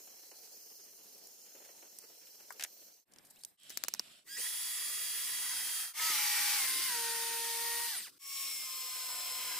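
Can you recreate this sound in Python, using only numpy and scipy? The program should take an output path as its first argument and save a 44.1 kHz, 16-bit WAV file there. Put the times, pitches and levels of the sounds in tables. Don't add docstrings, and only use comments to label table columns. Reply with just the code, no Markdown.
import sys
import numpy as np
from scipy import signal
from scipy.io import wavfile
from scipy.ndimage import uniform_filter1d, minimum_filter1d

SR = 44100
rng = np.random.default_rng(int(sys.argv[2]) if len(sys.argv) > 2 else 0)


def to_wav(s):
    ch = np.atleast_2d(s).T
    pcm = np.round(np.clip(ch, -1, 1) * 32767)
    wavfile.write(sys.argv[1], SR, pcm.astype(np.int16))


def invert_db(x):
    u = np.asarray(x, float) / 20
    return 10 ** u


N = 422919
EDGE_HZ = 15550

# three of handwork, then three drill runs [s].
SHOT_EDGES = [0, 3.05, 3.572, 4.24, 5.935, 8.187, 9.6]
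# frequency in Hz, left minus right in dB.
LEAN = [
    [(60, 2), (240, 2), (950, 2), (3770, -3), (15000, 0)],
    [(60, 6), (240, -1), (950, 1.5), (3770, -5.5), (15000, 2)],
    [(60, -3), (240, 3), (950, 1), (3770, -1), (15000, 1.5)],
    [(60, -7), (240, 12), (950, -2), (3770, 0.5), (15000, 2)],
]
# multiple of shaft speed, level in dB above gear noise.
HALF_SPEED = [(10, -8), (20, -12), (30, -4), (42, -11)]
LIGHT_CUT = [(10, -13), (14, -19), (20, -15.5), (23.3, -26), (30, -4), (40, -13)]
BITING = [(1.45, -20), (2, -13), (10, -13), (16, -17)]
DEEP_CUT = [(1.45, -19.5), (2, -24), (4, -14.5), (8, -17.5), (10, -12.5), (18, -17)]
BINDING = [(2, -19.5), (4, -13), (16, -17), (18, -18), (20, -8.5), (28, -12)]
BOTTOMED = [(2, -10), (3, -25.5), (4, -13.5), (10, -20), (14, -18.5), (20, -8.5), (22, -13.5)]
BRAKING = [(2, -19), (4, -13), (10, -20), (20, -16), (30, -9)]
SKATING = [(2, -20), (4, -18.5), (10, -9), (20, -25), (23.3, -21)]
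CATCHING = [(2, -43), (4, -15.5), (10, -8), (20, -18)]
STEADY_CUT = [(2, -17.5), (4, -22.5), (10, -9), (22, -21), (26, -24)]


def evened(x):
    return x / np.sqrt(np.mean(x ** 2) + 1e-20)


def read(points, hz):
    f, value = np.transpose(points)
    return np.interp(np.log(hz + 1), np.log(f + 1), value)


def along(rows, t):
    s, *columns = np.transpose(rows)
    return [np.interp(t, s, c) for c in columns]


def add(mix, s, sound):
    part = mix[:, round(s * SR):][:, :sound.shape[1]]
    part += sound[:, :part.shape[1]]


def wander(count, rate_hz):
    steps = int(count * 2 * rate_hz / SR) + 3
    corners = rng.standard_normal(steps)
    return np.interp(np.linspace(0, steps - 1, count), np.arange(steps), corners) * 0.35


def ports(hz, lean):
    # frequency in Hz, radians by which the left leads.
    left_lead = [(3300, 0.05), (4600, 0.64), (8900, 0.95), (10000, 1.18), (12000, 2.06)]
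    left = invert_db(read(lean, hz) / 2) * np.exp(.5j * read(left_lead, hz))
    return left, 1 / left


def noise(count, tone, lean, patchy_db, flicker_db, streaky_db, alike=None):
    # frequency in Hz, likeness from 0 to 1.
    usual_likeness = [(60, 0.11), (150, 0.3), (380, 0.56), (950, 0.78), (2380, 0.77), (4400, 0.37),
                      (8000, 0.2), (15000, 0.21)]
    frames, hz = count // 128 + 5, np.fft.rfftfreq(512, 1 / SR)
    a, b, c, d, patches, streaks = rng.standard_normal((frames, 257, 6)).T
    streaks = evened(uniform_filter1d(streaks, size=110, axis=1))
    patches = uniform_filter1d(patches, size=5, axis=0)
    patches = evened(uniform_filter1d(patches, size=18, axis=1))
    flicker = evened(uniform_filter1d(rng.standard_normal(frames), size=5))
    same = np.clip(read(usual_likeness if alike is None else alike, hz), 0, 1)[:, None]
    first, other = a + 1j * b, c + 1j * d
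    z = np.array([first, same * first + np.sqrt(1 - same ** 2) * other])
    z *= np.array(ports(hz, lean))[:, :, None]
    z *= invert_db(read(tone, hz)[:, None] + patchy_db * patches + streaky_db * streaks + flicker_db * flicker)
    x = signal.istft(z, nperseg=512, noverlap=384)[1][:, :count]
    return x / np.std(x.mean(0))


def hits(events, tone, t60, longer, snap=0, rise_s=0.00092):
    out, t, hz = np.zeros((2, N)), np.arange(4096) / SR, np.fft.fftfreq(4096, 1 / SR)
    rattles = rng.standard_normal((len(events), 3, 4096))
    for row, r in zip(events, rattles):
        s, db, pan_db, rattle_db, tilt_db = (*row, *(0, -12, 0)[len(row) - 2:])
        colour_db = read(tone, abs(hz)) + tilt_db * np.log2((abs(hz) + 500) / 4000)
        colour = np.maximum(colour_db, -100) * np.log(10) / 20
        causal = np.exp(colour - 1j * signal.hilbert(colour).imag)
        fall = invert_db(-60 * t / t60) + invert_db(rattle_db - 60 * t / (longer * t60))
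        rise = np.minimum(t / rise_s + 0.086, 1) ** 2
        drive = (0.49 * r[0] + .5 * r[1:]) * fall * rise
        drive[:, 50] += snap
        sound = np.fft.ifft(np.fft.fft(drive) * causal).real
        pan = invert_db(np.array([[.5], [-.5]]) * pan_db)
        add(out, s, invert_db(db) * sound / abs(sound.mean(0)).max() * pan)
    return out


def drill(run, t):
    # time in seconds, gear noise in dB at the reference speed.
    pressure = [
        [(4.27, -48.5), (4.33, -39), (4.44, -38), (4.5, -39.5), (5.82, -37)],
        [(6.03, -38.5), (6.2, -37), (6.62, -36.5), (6.66, -38), (7.34, -40.5), (7.9, -41)],
        [(8.31, -40), (8.67, -43), (9.59, -40.5)],
    ]
    # dB above gear noise at the start of a run, and at its end.
    depth = [(-15.5, -8), (-6.5, -8), (-17.5, -8.5)]
    # frequency in Hz, level in dB per Hz.
    gears = [
        [(1350, -36), (2300, -6), (2830, -2), (3120, -6), (3370, -2.5), (4290, -4), (4790, 2), (6240, -2.5),
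         (9230, 2), (10200, 0), (11100, -3), (12100, -0.5), (15500, -0.5)],
        [(1350, -57), (2300, -11.5), (2830, -5.5), (4390, -4.5), (4760, -2), (5360, -4.5), (6980, -7),
         (9230, -3), (10900, -6.5), (14300, -4.5), (15500, -8.5)],
        [(1350, -35), (2000, -18), (2300, -8), (3220, -5.5), (3460, -7.5), (5280, -4), (6340, -6.5), (8050, 1),
         (9450, -8), (11400, -1.5), (14800, -7), (15500, 1)],
    ]
    # frequency in Hz, level in dB per Hz.
    plank = [
        [(18, -63), (30, -44), (322, -20), (396, -23), (460, -17.5), (709, -20), (941, -9.5), (1590, -8.5),
         (1920, -2.5), (2280, -12), (2700, -35), (3510, -59), (5940, -120)],
        [(18, -60), (30, -52), (102, -41), (250, -25.5), (451, -18), (600, -22), (923, -5), (1200, -6.5),
         (1650, -4), (1890, 3), (2150, -1.5), (2700, -5), (3510, -23), (5940, -120)],
        [(18, -56), (30, -32), (193, -37), (340, -20), (670, -7.5), (856, -10.5), (1090, -0.5), (1420, -10),
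         (1880, -4.5), (1990, -14), (2100, 1), (2700, -4), (3510, -3), (5940, -120)],
    ]
    reference_hz, bite_hz, bite_db = 400, 312, 30
    lean, speed = LEAN[run + 1], shaft(run, t)
    plank_db = np.linspace(*depth[run], len(t))
    gear_db = along(pressure[run], t)[0] + 20 * np.log10(speed / reference_hz)
    turns = 2 * np.pi * np.cumsum(speed) / SR
    throb = 1 + 0.18 * np.cos(turns) + 0.053 * np.cos(turns / 26 + wander(len(t), rate_hz=2.6))
    chips = invert_db(1.1 * wander(len(t), rate_hz=900))
    hiss = noise(len(t), gears[run], lean, patchy_db=1.0, flicker_db=0.0, streaky_db=1.5)
    hiss = hiss * evened(throb * chips)
    rumble = noise(len(t), plank[run], lean, patchy_db=0.0, flicker_db=1.3, streaky_db=3.5)
    rumble = rumble * invert_db(bite_db * np.log10(np.clip(speed / bite_hz, .45, 1)))
    body = invert_db(-0.26) * hiss + invert_db(plank_db - 3.0) * rumble
    return invert_db(gear_db) * (body + whine(run, t, speed) + rings(run, t))


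def shaft(run, t):
    # time in seconds, new shaft speed in Hz, lag in seconds.
    speed_steps = [
        [(4.24, 39.5, 1), (4.262, 164.7, 0.012), (4.33, 169.3, 0.051), (4.366, 327.5, 0.017), (4.4, 334.4, .06),
         (4.75, 329.4, 0.19), (5.4, 314, 0.61)],
        [(5.935, 585, 1), (5.95, 648, .03), (6.1, 574, .042), (6.565, 521, .035), (6.72, 529, .12),
         (6.865, 462.5, .05), (7.55, 480, .55)],
        [(8.185, 554, 0.81), (8.25, 538.6, 0.28), (8.53, 519, 0.077), (8.75, 511.5, 0.15), (9.05, 520, 0.15),
         (9.3, 498.6, 0.42)],
    ]
    release_s, grip_s, brake_hz_per_s, idle_hz = 7.91, .014, 2250, 20
    steps = speed_steps[run]
    speed = np.full(len(t), float(steps[0][1]))
    for before, (s, hz, lag) in zip(steps, steps[1:]):
        speed += (hz - before[1]) * (1 - np.exp(-np.maximum(t - s, 0) / lag))
    braked = grip_s * np.logaddexp(0, (t - release_s) / grip_s) * (t[0] < release_s)
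    return np.maximum(speed - brake_hz_per_s * braked, idle_hz)


def whine(run, t, speed):
    # start in seconds, tones of the state as listed above.
    motor_stages = [
        [(4.287, HALF_SPEED), (4.368, [(10, -19), (30, -4)]), (4.398, LIGHT_CUT)],
        [(5.96, BITING), (6.14, DEEP_CUT), (6.58, BINDING + [(1.5, -21)]), (6.64, BINDING),
         (6.9, BOTTOMED + [(1, -28)]), (6.96, BOTTOMED + [(1, -16)]), (7.6, BOTTOMED + [(1, -16), (4, -18),
         (30, -6)]), (7.79, BOTTOMED + [(1, -23), (4, -18), (30, -6)]), (7.87, BRAKING), (7.974, [(10, -17),
         (30, 6)]), (7.992, []), (8.025, [(10, -12), (20, -7), (30, -8), (46, -11)]), (8.085, [])],
        [(8.186, SKATING), (8.5, CATCHING), (8.66, STEADY_CUT), (9.2, STEADY_CUT + [(6, -22)])],
    ]
    stages, lean = motor_stages[run], LEAN[run + 1]
    turns, out = 2 * np.pi * np.cumsum(speed) / SR, np.zeros((2, len(t)))
    phases = 2 * np.pi * rng.random(64)
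    ends = [s for s, _ in stages[1:]] + [t[-1] + 1]
    for (start, orders), end in zip(stages, ends):
        on = (t > start - .03) & (t < end + .03)
        blend = np.clip(np.minimum(t[on] - start, end - t[on]) / .045 + .5, 0, 1)
        for k, db in orders:
            waver = invert_db(db + min(k / 2 + 1, 2.6) * wander(on.sum(), rate_hz=25))
            waver = waver * (k * speed[on] < EDGE_HZ)
            slack = .009 * k * wander(on.sum(), rate_hz=30)
            tone = np.exp(1j * (k * turns[on] + slack + phases[round(k)]))
            gains = np.array(ports(k * speed[on].mean(), lean))[:, None]
            out[:, on] += np.sqrt(2) * blend * waver * (gains * tone).real
    return out


def rings(run, t):
    # start and end in seconds, first and last frequency in Hz,
    # width in Hz, level in dB above gear noise.
    resonances = [
        [(4.255, 5.7, 1930, 1960, 75, -16), (4.25, 4.3, 1900, 1950, 130, -4.5),
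         (4.355, 4.39, 1930, 1950, 60, -1.5), (4.37, 4.42, 450, 500, 51, -19),
         (4.445, 4.49, 1950, 1950, 50, -11), (5.2, 4.5, 4400, 5150, 80, -14)],
        [(5.95, 6.5, 1920, 1886, 119, -22), (5.99, 6.13, 1880, 1900, 60, -14),
         (6.0, 6.12, 4720, 4730, 150, -11), (6.35, 6.62, 1549, 1540, 150, -17),
         (6.66, 7.4, 1542, 1520, 35, -18.5), (7.98, 8.035, 1970, 1960, 120, -10),
         (8.06, 8.095, 2046, 1910, 150, 1.5)],
        [(9.24, 11, 3250, 2900, 52, -22), (8.7, 11, 4300, 3480, 57, -17), (8.7, 9.62, 500, 490, 12, -34.5),
         (8.8, 9.62, 740, 730, 24, -30.5), (9.05, 9.62, 975, 985, 17.3, -20.5),
         (8.6, 9.62, 1240, 1230, 43, -25), (8.9, 9.62, 1550, 1400, 24, -25)],
    ]
    out = np.zeros((2, len(t)))
    for start, end, from_hz, to_hz, width, db in resonances[run]:
        on = (t > start) & (t < end)
        u = (t[on] - start) / (end - start)
        hz = from_hz + (to_hz - from_hz) * u
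        r = np.exp(-np.pi * width / SR)
        drive = rng.standard_normal(len(u)) + 1j * rng.standard_normal(len(u))
        slow = signal.lfilter([1 - r], [1, -r], drive)
        tone = slow / np.std(slow) * np.exp(2j * np.pi * np.cumsum(hz) / SR)
        fade = np.clip(np.minimum(t[on] - start, end - t[on]) / .02, 0, 1)
        gains = np.array(ports(hz.mean(), LEAN[run + 1]))[:, None]
        out[:, on] += np.sqrt(2) * invert_db(db) * fade * (gains * tone).real
    return out


def plank_thumps():
    # start in seconds, peak in dB.
    jolts = [(6.095, -48.5), (6.755, -54), (6.79, -54)]
    # frequency in Hz, level in dB.
    thump_tone = [(100, -35), (200, -10), (320, 1), (480, -4), (800, -31), (3000, -70)]
    return hits(jolts, thump_tone, t60=0.069, longer=1.3, rise_s=0.0042)


def chuck_ratchet():
    # start in seconds, peak in dB, left minus right in dB, rattle in dB, brightness in dB per octave.
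    clacks = [(3.695, -37, 3, 6, 5), (3.702, -35, 0.5, -2, 1), (3.7727, -17.5, 7, -11, 1),
              (3.837, -16, 7, -32, 1), (3.846, -36, 8, -3, -4), (3.883, -13.5, -3, -17.5, 0),
              (3.938, -18.5, -4, -20, 1.5), (3.947, -33.5, -5, -4.5, -2), (3.9945, -19.5, 3, -12, -1),
              (3.9985, -35, -9, -17, -6)]
    # frequency in Hz, level in dB.
    ratchet_tone = [(120, -49), (200, -13.5), (1470, -8), (3260, -9), (4070, -5), (5300, 1), (6800, -1),
                    (8070, -8), (14900, -6.5), (16600, -31)]
    return hits(clacks, ratchet_tone, t60=0.0062, longer=5.2, snap=2.45)


def pings():
    # start in seconds, peak in dB, frequency in Hz.
    steel_pings = [(3.1855, -46, 5200), (3.1615, -55, 2900), (3.3605, -53, 7500), (3.7737, -23, 5700),
                   (3.838, -28, 5370), (3.8838, -27, 5600), (3.9384, -22, 5350), (3.9955, -18.5, 5000),
                   (3.997, -30, 5000), (3.9991, -40, 5900)]
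    rise_s, t60_s = 0.00031, 0.0022
    out, t = np.zeros((2, N)), np.arange(600) / SR
    for s, db, hz in steel_pings:
        swell = np.minimum(t / rise_s, 1) * invert_db(db - 60 * np.maximum(t - 2 * rise_s, 0) / t60_s)
        add(out, s, swell * np.sin(2 * np.pi * hz * t) * np.ones((2, 1)))
    return out


def bit_in_jaws():
    # start in seconds, peak in dB, left minus right in dB, rattle in dB, brightness in dB per octave.
    ticks = [(1.1807, -49, -1.0, -12, 2), (1.2705, -39.5, -0.5, -12, 2), (1.9865, -35, -3, -14, 5),
             (3.1208, -54, 1, -11, -9), (3.1358, -47.5, 6, -4, -6), (3.1602, -51, 1, -12, -8),
             (3.1842, -49, 3, -3, -5.5), (3.227, -63, 2, -12, -2), (3.3084, -44, 2, -3, 6),
             (3.3592, -55, 1, -12, -7), (3.4353, -34, 3, -20, -6), (3.4483, -30.5, -1, -26, 0),
             (3.495, -62, 0, -12, 0), (3.5992, -59, -2, -12, 0), (3.6326, -49, 1, -12, 3),
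             (3.722, -44, -1.0, -12, -2)]
    # start in seconds, peak in dB.
    shank_slides = [(3.112, -61), (3.245, -53), (3.262, -55), (3.28, -66), (3.298, -50), (3.385, -53),
                    (3.405, -54), (3.42, -57)]
    # frequency in Hz, level in dB.
    bit_tone = [(290, -43), (500, -25), (2510, -15), (3030, -11), (4780, 3), (9510, 7.5), (13700, 1),
                (16600, -18)]
    ticking = hits(ticks, bit_tone, t60=0.012, longer=2.9, snap=0.94)
    return ticking + hits(shank_slides, bit_tone, t60=0.043, longer=1.2, rise_s=0.01)


def squeaks():
    # start in seconds, first frequency in Hz.
    grips = [(3.355, 2350), (3.357, 3200), (3.4, 3450)]
    length_s, rise_ratio, level_db = .028, 1.35, -67
    out, u = np.zeros((2, N)), np.arange(0, length_s, 1 / SR) / length_s
    for s, hz in grips:
        slips = np.cumsum(hz * rise_ratio ** u * (1 + .06 * wander(len(u), rate_hz=500))) / SR
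        add(out, s, invert_db(level_db) * np.sin(np.pi * u) * np.sin(2 * np.pi * slips) * np.ones((2, 1)))
    return out


def tape():
    # start in seconds, peak in dB, left minus right in dB, rattle in dB, brightness in dB per octave.
    tears = [(2.523, -41, -3, -12, 8), (2.5955, -33, 2, 0, -4), (2.608, -30, -2, 4, -2.5),
             (2.624, -29, 5, -16, -3), (2.6365, -20.5, -3, -26, 2), (2.639, -32, -1, -20, 1),
             (2.644, -31, 4, -24, -3), (2.648, -30.5, -2, -25, -2.5), (2.66, -50, 1, -22, -10)]
    # start in seconds, peak in dB.
    scrapes = [(1.6494, -49), (2.2109, -63), (2.2694, -54.5), (3.2475, -69), (3.3987, -62), (3.702, -41)]
    # frequency in Hz, level in dB.
    tape_tone = [(180, -52), (300, -21), (511, -20), (800, -8), (1100, -18), (1690, 0.5), (4230, -5),
                 (5700, -1.5), (13100, -6), (15300, -10), (16000, -53)]
    tearing = hits(tears, tape_tone, t60=0.017, longer=4.6, snap=0.81)
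    return tearing + hits(scrapes, tape_tone, t60=0.12, longer=1.2) * invert_db(2.0)


def wood_knock():
    # start in seconds, peak in dB, left minus right in dB, rattle in dB.
    knocks = [(2.505, -32.5, 1.5, -14)]
    # frequency in Hz, level in dB.
    knock_tone = [(200, -33), (700, -2), (1200, 7.5), (2000, 0), (2600, -14), (3200, -25), (8000, -7.5),
                  (15000, -30)]
    return hits(knocks, knock_tone, t60=0.01, longer=7.7, snap=1.6)


def hand_pats():
    # start in seconds, peak in dB.
    pats = [(0.072, -58), (0.313, -52.5), (1.549, -52), (1.6, -55.5), (1.659, -54), (1.689, -53.5),
            (1.824, -53), (2.038, -54), (2.404, -56)]
    # frequency in Hz, level in dB.
    pat_tone = [(59, -33), (100, -38), (370, 5), (683, 1), (1080, -6), (1170, -9.5), (3000, -6),
                (3900, -63), (6600, -120)]
    return hits(pats, pat_tone, t60=0.12, longer=1.7)


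def surroundings(shot, t):
    # time in seconds, hiss in dB, rustle in dB above the hiss.
    quiet = [
        [(0.1, -56.5, -12.5), (2.9, -58.5, -11.5)],
        [(3.13, -74, 3), (3.4, -67.5, -5)],
        [(3.8, -59, -10.5), (4.15, -60.5, -7)],
    ]
    # frequency in Hz, level in dB per Hz.
    air = [
        [(1760, -46), (3000, -18), (3350, -33), (3800, -22), (4080, -3.5), (4290, -6), (4790, -7.5), (4990, -3),
         (6300, 0), (7900, -8), (8880, -6.5), (10300, -9), (10750, -12), (11200, -9), (13100, -1.5),
         (14900, -6), (15500, -5.5)],
        [(1760, -20), (3000, -19), (4030, -4), (6480, -11), (8240, -2), (8950, 0), (9390, -11), (14500, -1),
         (15500, -26)],
        [(1760, -19), (3000, -4.5), (3950, -5.5), (4660, -8.5), (5310, -8), (6340, -15), (7740, -4.5),
         (12600, -17.5), (13000, -8), (14000, -24), (15500, -30)],
    ]
    # frequency in Hz, level in dB per Hz.
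    hands = [
        [(18, -64), (30, -29), (197, -22), (261, -11.5), (332, -12.5), (414, -6.5), (785, -12.5), (1170, -19.5),
         (2560, -16.5), (3150, -16), (3750, -18.5), (4300, -44), (7920, -120)],
        [(18, -53), (30, -30), (246, -8), (431, -14), (559, -13.5), (1400, -21.5), (1620, -17), (3600, -23),
         (4680, -47), (7920, -120)],
        [(18, -57), (30, -42), (193, -1.5), (382, -8.5), (422, -29), (669, 1), (725, -23), (1320, -10),
         (3600, -9.5), (4680, -34), (7920, -120)],
    ]
    # frequency in Hz, likeness from 0 to 1.
    air_likeness = [(60, 0), (200, 0.22), (500, 0.59), (1290, 0.24), (4400, 0.46), (8000, 0),
                    (15000, 0.061)]
    hiss_db, rustle_db = along(quiet[shot], t)
    hiss = noise(len(t), air[shot], LEAN[0], patchy_db=1.2, flicker_db=1.0, streaky_db=3.5, alike=air_likeness)
    rustle = noise(len(t), hands[shot], LEAN[0], patchy_db=1.5, flicker_db=2.5, streaky_db=1.0,
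                   alike=air_likeness)
    return invert_db(hiss_db) * (hiss + invert_db(rustle_db) * rustle)


def workshop_hum(t):
    # frequency in Hz, level in dB per Hz.
    hum_tone = [(20, -30), (40, -18), (150, -3.5), (350, 5), (800, -18), (1500, -10), (3000, -28)]
    # time in seconds, level in dB.
    hum_level = [(4.3, -76.5), (6.4, -78.5), (6.7, -67.5), (7.9, -70.5), (8.2, -76), (9.0, -76)]
    hum = noise(len(t), hum_tone, LEAN[0], patchy_db=2.0, flicker_db=-0.5, streaky_db=3.5)
    return invert_db(along(hum_level, t)[0]) * hum


def fades():
    # fade out in seconds, fade in in seconds, dB left at the join.
    joins = [(0.18, 0.11, -49), (0.11, 0.11, -35), (0.12, 0.015, -16), (0.13, 0.099, -27),
             (0.0078, 0.21, -44)]
    t, gain = np.arange(N) / SR, np.ones(N)
    for s, (out, back, left_db) in zip(SHOT_EDGES[1:], joins):
        gain = gain * np.interp(t, [s - out, s, s + back], [1, invert_db(left_db), 1])
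    return gain


def scene():
    steady = np.zeros((2, N))
    times = [np.arange(a, b, 1 / SR) for a, b in zip(SHOT_EDGES, SHOT_EDGES[1:])]
    for run, t in enumerate(times[3:]):
        add(steady, t[0], drill(run, t))
        add(steady, t[0], workshop_hum(t))
    for shot, t in enumerate(times[:3]):
        add(steady, t[0], surroundings(shot, t))
    edge = signal.firwin(301, EDGE_HZ, window=("kaiser", 3), fs=SR)
    steady = signal.oaconvolve(steady, edge[None], "same") * fades()
    metal = chuck_ratchet() + pings() + bit_in_jaws() + squeaks()
    paper_and_wood = tape() + wood_knock() + hand_pats() + plank_thumps()
    return steady + metal + paper_and_wood


def hush_before_clicks(x, from_hz, jump_db):
    high = signal.oaconvolve(x, signal.firwin(101, from_hz, pass_zero=False, fs=SR)[None], "same")
    level_db = 10 * np.log10(abs(uniform_filter1d((high ** 2).sum(0), size=64)) + 1e-14)
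    coming_db = np.roll(-minimum_filter1d(-level_db, size=350), -300)
    quiet = np.clip((coming_db - level_db - jump_db) / 3, 0, 1)
    quiet = quiet * (np.roll(coming_db, 480) < coming_db - 6)
    return x - high * uniform_filter1d(quiet, size=40)


def thin_weak_bands(x):
    hz, _, z = signal.stft(x, SR, nperseg=1024, noverlap=768)
    power = uniform_filter1d((abs(z) ** 2).sum(0), size=5, axis=1)
    band_db = 10 * np.log10(power[:512].reshape(128, 4, -1).mean(1) + 1e-20)
    drift = evened(uniform_filter1d(rng.standard_normal(band_db.shape), 2, axis=0))
    drift_db = 1.3 * drift[:, np.arange(band_db.shape[1]) // 6]
    under_db = band_db - uniform_filter1d(band_db, size=17, axis=0) + drift_db
    kept = np.clip((under_db + 5.6) / .6, invert_db(-36), 1)
    kept = kept[np.minimum(np.arange(len(hz)) // 4, 127)]
    kept[hz < 1890] = 1
    return signal.istft(z * kept, SR, nperseg=1024, noverlap=768)[1][:, :N]


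def low_pass(x):
    return signal.sosfilt(signal.butter(12, 16830, fs=SR, output="sos"), x)


def record(dry):
    hushed = hush_before_clicks(dry, from_hz=9500, jump_db=14.5)
    return low_pass(thin_weak_bands(hushed))


dry = scene()
out = record(dry)
to_wav(out)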